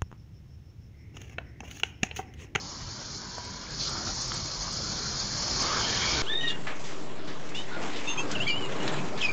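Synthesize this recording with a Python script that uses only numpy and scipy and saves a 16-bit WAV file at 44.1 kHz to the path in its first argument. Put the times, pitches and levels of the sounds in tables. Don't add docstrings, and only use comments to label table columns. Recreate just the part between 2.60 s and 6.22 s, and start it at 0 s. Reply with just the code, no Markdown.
import sys
import numpy as np
from scipy import signal
from scipy.fft import rfft, irfft
from scipy.io import wavfile
from scipy.ndimage import uniform_filter1d, minimum_filter1d

SR = 44100
rng = np.random.default_rng(int(sys.argv[2]) if len(sys.argv) > 2 else 0)


def voltage_ratio(decibels):
    exponent = np.asarray(decibels, float) / 20
    return 10 ** exponent


def dump(signal):
    limited = np.clip(np.atleast_2d(signal).T, -1, 1)
    pcm = np.round(limited * 32767).astype(np.int16)
    wavfile.write(sys.argv[1], SR, pcm)


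N = 159642
T = np.arange(N) / SR
SPLIT_HZ = 4000
EDGE_HZ, IMAGE_TOP_HZ = 7260, 9200
INNER_RATE_HZ = 16000
MEAN_JET_DB, MEAN_SQUARE_DB, SQUARE_ON_S = -36, -11, 3.1


def evened(x):
    return x / np.sqrt(np.mean(x ** 2) + 1e-20)


def coloured(x, points, lo_hz, hi_hz):
    hz = np.fft.rfftfreq(N, 1 / SR)
    point_hz, point_db = np.transpose(points)
    gain = voltage_ratio(np.interp(np.log(hz + 1), np.log(point_hz + 1), point_db))
    gain = gain * (hz > lo_hz) * (hz < hi_hz)
    return evened(irfft(rfft(x) * gain, N))


def patchy(patch_db, flicker_db, bins, size):
    frames = N // 64 + 6
    real, imag, patch = rng.standard_normal((frames, 129, 3)).T
    patch = uniform_filter1d(patch, bins, axis=0)
    patch = evened(uniform_filter1d(patch, size, axis=1))
    flicker = uniform_filter1d(rng.standard_normal(frames), size=9)
    flicker = evened(uniform_filter1d(flicker, size=9))
    z = (real + 1j * imag) * voltage_ratio(patch_db * patch + flicker_db * flicker)
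    return evened(signal.istft(z, nperseg=256, noverlap=192)[1][:N])


def drops():
    drops_per_s, spread_db = 5000, 4
    sign, size, chance = rng.random((N, 3)).T
    clicks = np.sign(sign - .5) * voltage_ratio(-spread_db * np.log(size + 1e-3))
    return evened(clicks * (chance < drops_per_s / SR))


def resonate(x, hz, width_hz):
    turn = np.exp(2j * np.pi * np.cumsum(hz) / SR)
    r = np.exp(-np.pi * width_hz / SR)
    return 2 * (turn * signal.lfilter([1 - r], [1, -r], x / turn)).real


def jet():
    # time in seconds, spray level in dB, squareness of the blow in dB.
    jet_path = [(0.0, -42.5, -12), (0.41, -42.5, -7.5), (0.53, -41.5, -13.5), (1.1, -43.5, -6.5),
                (1.18, -39, -12.5), (1.23, -33.5, -12), (1.25, -34, -12.5), (1.32, -37.5, -9),
                (1.69, -34, -19), (1.72, -35, -7), (1.73, -35, -10.5), (1.9, -36.5, -11),
                (2.68, -33.5, -13.5), (2.99, -30.5, -10), (3.0, -28.5, -8), (3.07, -32.5, -4),
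                (3.47, -31, -4), (3.62, -31.5, -1)]
    time, level_db, square_db = np.transpose(jet_path)
    return np.interp(T, time, level_db), np.interp(T, time, square_db)


def spray():
    # pitch in Hz, level in dB per Hz.
    spray_colour = [(2410, -25), (4100, -0.5), (4270, 0), (5240, 0.5), (5960, -3), (6550, -2.5), (7200, -9),
                    (9360, -40.5), (15800, -120)]
    fizz = patchy(patch_db=1.17, flicker_db=0.97, bins=5, size=24) + .3 * drops()
    level_db, _ = jet()
    return voltage_ratio(level_db) * coloured(fizz, spray_colour, SPLIT_HZ, SR / 2)


def panels():
    # pitch in Hz, level in dB per Hz.
    panel_colour = [(150, -38.5), (250, -4), (365, -3), (1570, -4.5), (1960, -12.5), (2220, -1),
                    (2640, -10.5), (3210, -3), (3900, -5), (5070, -35), (8580, -120)]
    drop_share = 0.33
    water = patchy(patch_db=0.86, flicker_db=1.0, bins=2, size=40)
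    drum = drop_share * drops() + (1 - drop_share) * water
    level_db, square_db = jet()
    drum_db = -14 + level_db + 1.426 * (square_db - MEAN_SQUARE_DB)
    return voltage_ratio(drum_db) * coloured(drum, panel_colour, 150, SPLIT_HZ)


def wash():
    # pitch in Hz, level in dB per Hz.
    wash_colour = [(150, -30), (250, -4.5), (410, -8), (546, -6), (634, -7), (1210, -4.5), (2730, -17),
                   (3210, -11), (3900, -9), (5070, -46.5), (8580, -120)]
    water = patchy(patch_db=2.06, flicker_db=0.87, bins=2, size=50)
    slow_db = uniform_filter1d(jet()[0], size=9000)
    wash_db = -44 + 0.77 * (slow_db - MEAN_JET_DB)
    return voltage_ratio(wash_db) * coloured(water, wash_colour, 300, SPLIT_HZ)


def pump():
    # pitch in Hz, level in dB per Hz.
    pump_colour = [(8.8, -39), (15, -9.5), (32, 0.5), (70, -2), (125, 0), (224, -5.5), (251, -8),
                   (360, -15), (420, -14), (550, -41), (920, -120)]
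    # pitch in Hz, width in Hz, level in dB.
    shaft_tones = [(44.4, 4.8, -52), (105.7, 26, -52.5), (131.8, 16., -53.5), (354, 30., -59.5)]
    rumble = patchy(patch_db=2.46, flicker_db=0.9, bins=1, size=60)
    out = voltage_ratio(-42.5) * coloured(rumble, pump_colour, 8, 420)
    for hz, width_hz, db in shaft_tones:
        tone = resonate(rng.standard_normal(N), np.full(N, hz), width_hz)
        out = out + voltage_ratio(db) * evened(tone)
    swell_db = 0.62 * (uniform_filter1d(jet()[0], size=15000) - MEAN_JET_DB)
    return voltage_ratio(swell_db) * out


def hollows():
    # start in seconds, length in seconds, pitch in Hz, width in Hz, level in dB.
    hollow_tones = [(0.099, 0.21, 980, 110, -57), (0.59, .48, 980, 98, -51.5),
                    (1.17, .15, 4380, 1770, -34.5), (1.23, 0.31, 1350, 280, -45.5),
                    (1.334, .2, 696, 280, -46.5), (1.949, 0.17, 1010, 160, -50.5),
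                    (2.2, 0.39, 1350, 400, -49.5), (2.99, .25, 1110, 300, -38.5),
                    (3.1, .15, 1410, 300, -38), (3.17, 0.41, 3180, 380, -39), (3.378, 0.2, 2280, 220, -39),
                    (3.25, 0.23, 1730, 400, -40), (2.6, .25, 1640, 180, -53), (.55, 0.65, 1556, 220, -55),
                    (.18, 0.19, 107, 47, -44.5), (2.08, .3, 120, 120, -46.5), (3.08, 0.44, 93, 120, -39.5),
                    (1.3, 0.24, 245, 180, -48), (1.44, .1, 4900, 3000, -37), (1.57, .12, 5900, 3000, -37.5),
                    (1.8, 0.55, 44, 12, -51), (2.3, .25, 400, 160, -52)]
    glide, edge_s, flutter_db = 0.022, 0.047, 1.54
    out = np.zeros(N + SR)
    for start, length, hz, width_hz, db in hollow_tones:
        u = np.linspace(0, 1, round(length * SR))
        noise = rng.standard_normal((2, SR))[:, :len(u)]
        pitch = hz * (1 + glide * (2 * u - 1))
        tone = resonate(noise[0], pitch, width_hz)
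        tone = evened(resonate(tone, pitch, width_hz))
        flutter = uniform_filter1d(uniform_filter1d(noise[1], size=400), size=400)
        flutter = flutter_db * evened(flutter)
        to_edge_s = np.minimum(u, 1 - u) * length
        fade = np.sin(np.pi / 2 * np.clip(to_edge_s / edge_s, 0, 1)) ** 2
        out[round(start * SR):][:len(u)] += voltage_ratio(db + flutter) * fade * tone
    return out[:N]


def slaps():
    # time in seconds, peak level in dB, pitch in Hz, length in cycles.
    big_drops = [(0.7814, -24.5, 725, .48), (0.782, -36, 1550, 1.2), (1.066, -39, 2170, 3.),
                 (1.353, -30, 950, 0.68), (1.471, -29.5, 1350, 1.4), (1.718, -23.5, 1290, 1.07),
                 (1.719, -29, 3290, 2.5), (2.079, -31, 1140, .8), (3.129, -25, 1163, 2.2),
                 (3.168, -24, 1460, 2.5), (3.001, -28, 4900, 4.)]
    splash_db, splash_s = -18, .005
    out, t = np.zeros(N), T[:SR // 50]
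    for start, db, hz, cycles in big_drops:
        u = t * hz - 2 * cycles
        blow = np.sin(2 * np.pi * u) * np.exp(-(u / cycles) ** 2)
        splash = resonate(rng.standard_normal(len(t)), np.full(len(t), 1.3 * hz), .4 * hz)
        splash = voltage_ratio(splash_db) * np.exp(-t / splash_s) * evened(splash)
        out[round(start * SR):][:len(t)] += voltage_ratio(db) * (blow + splash)
    return out


def slots(x):
    slot_db, hole_db = 2.1, -35
    hole_rarity, hole_hz, hole_width_hz = 2.55, 2800, 1100
    hz, t, z = signal.stft(x, SR, nperseg=4096, noverlap=3072)
    low = hz < SPLIT_HZ
    uneven, chance = rng.standard_normal((len(t), low.sum(), 2)).T
    uneven = uniform_filter1d(uneven, size=2, axis=0)
    uneven = evened(uniform_filter1d(uneven, size=6, axis=1))
    rarity = hole_rarity + ((hz[low, None] - hole_hz) / hole_width_hz) ** 2
    rarity = rarity + 10 * (t > SQUARE_ON_S)
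    whole = minimum_filter1d(1. * (chance < rarity), size=4, axis=0)
    whole = minimum_filter1d(whole, size=6, axis=1)
    gain = np.ones(z.shape)
    gain[low] = voltage_ratio(slot_db * uneven + hole_db * (1 - whole))
    return signal.istft(z * gain, SR, nperseg=4096, noverlap=3072)[1][:N]


def two_bands(x):
    hz = np.fft.rfftfreq(N, 1 / SR)
    notch = np.clip(abs(hz - SPLIT_HZ) / 60, .01, 1)
    edge = voltage_ratio(np.clip(-0.3976 * (hz - EDGE_HZ), -120, 0))
    return irfft(rfft(x) * notch * edge, N)


def mirror_image(x):
    hz = np.fft.rfftfreq(N, 1 / SR)
    folded = rfft(2 * x * np.cos(2 * np.pi * INNER_RATE_HZ * T))
    folded = folded * (hz > SPLIT_HZ * 2) * (hz < IMAGE_TOP_HZ)
    image_db = -26.5 - .04 * np.maximum(hz - (INNER_RATE_HZ - EDGE_HZ), 0)
    return irfft(folded * voltage_ratio(image_db), N)


def blips():
    # start in seconds, peak level in dB.
    edge_blips = [(0.7794, -59.5), (0.8447, -54), (1.0999, -60), (1.1638, -69), (1.2276, -56),
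                  (1.291, -45.5), (1.5475, -56), (1.6117, -47.5), (1.6748, -49.5), (1.74, -41.5),
                  (2.124, -47.5), (3.021, -46)]
    out, t = np.zeros(N), T[:round(0.01 * SR)]
    whistle = np.hanning(len(t)) * np.sin(np.pi * INNER_RATE_HZ * t)
    for start, db in edge_blips:
        out[round(start * SR):][:len(t)] += voltage_ratio(db + 2) * whistle
    return out


def scene():
    mix = spray() + panels() + wash() + pump() + hollows() + slaps()
    return np.tile(mix, (2, 1))


def low_pass(x):
    return signal.sosfilt(signal.butter(12, 9200, fs=SR, output="sos"), x)


def record(dry):
    x = two_bands(slots(dry[0]))
    x = x + mirror_image(x) + blips()
    return low_pass(np.tile(x, (2, 1)))


dry = scene()
out = record(dry)
dump(out)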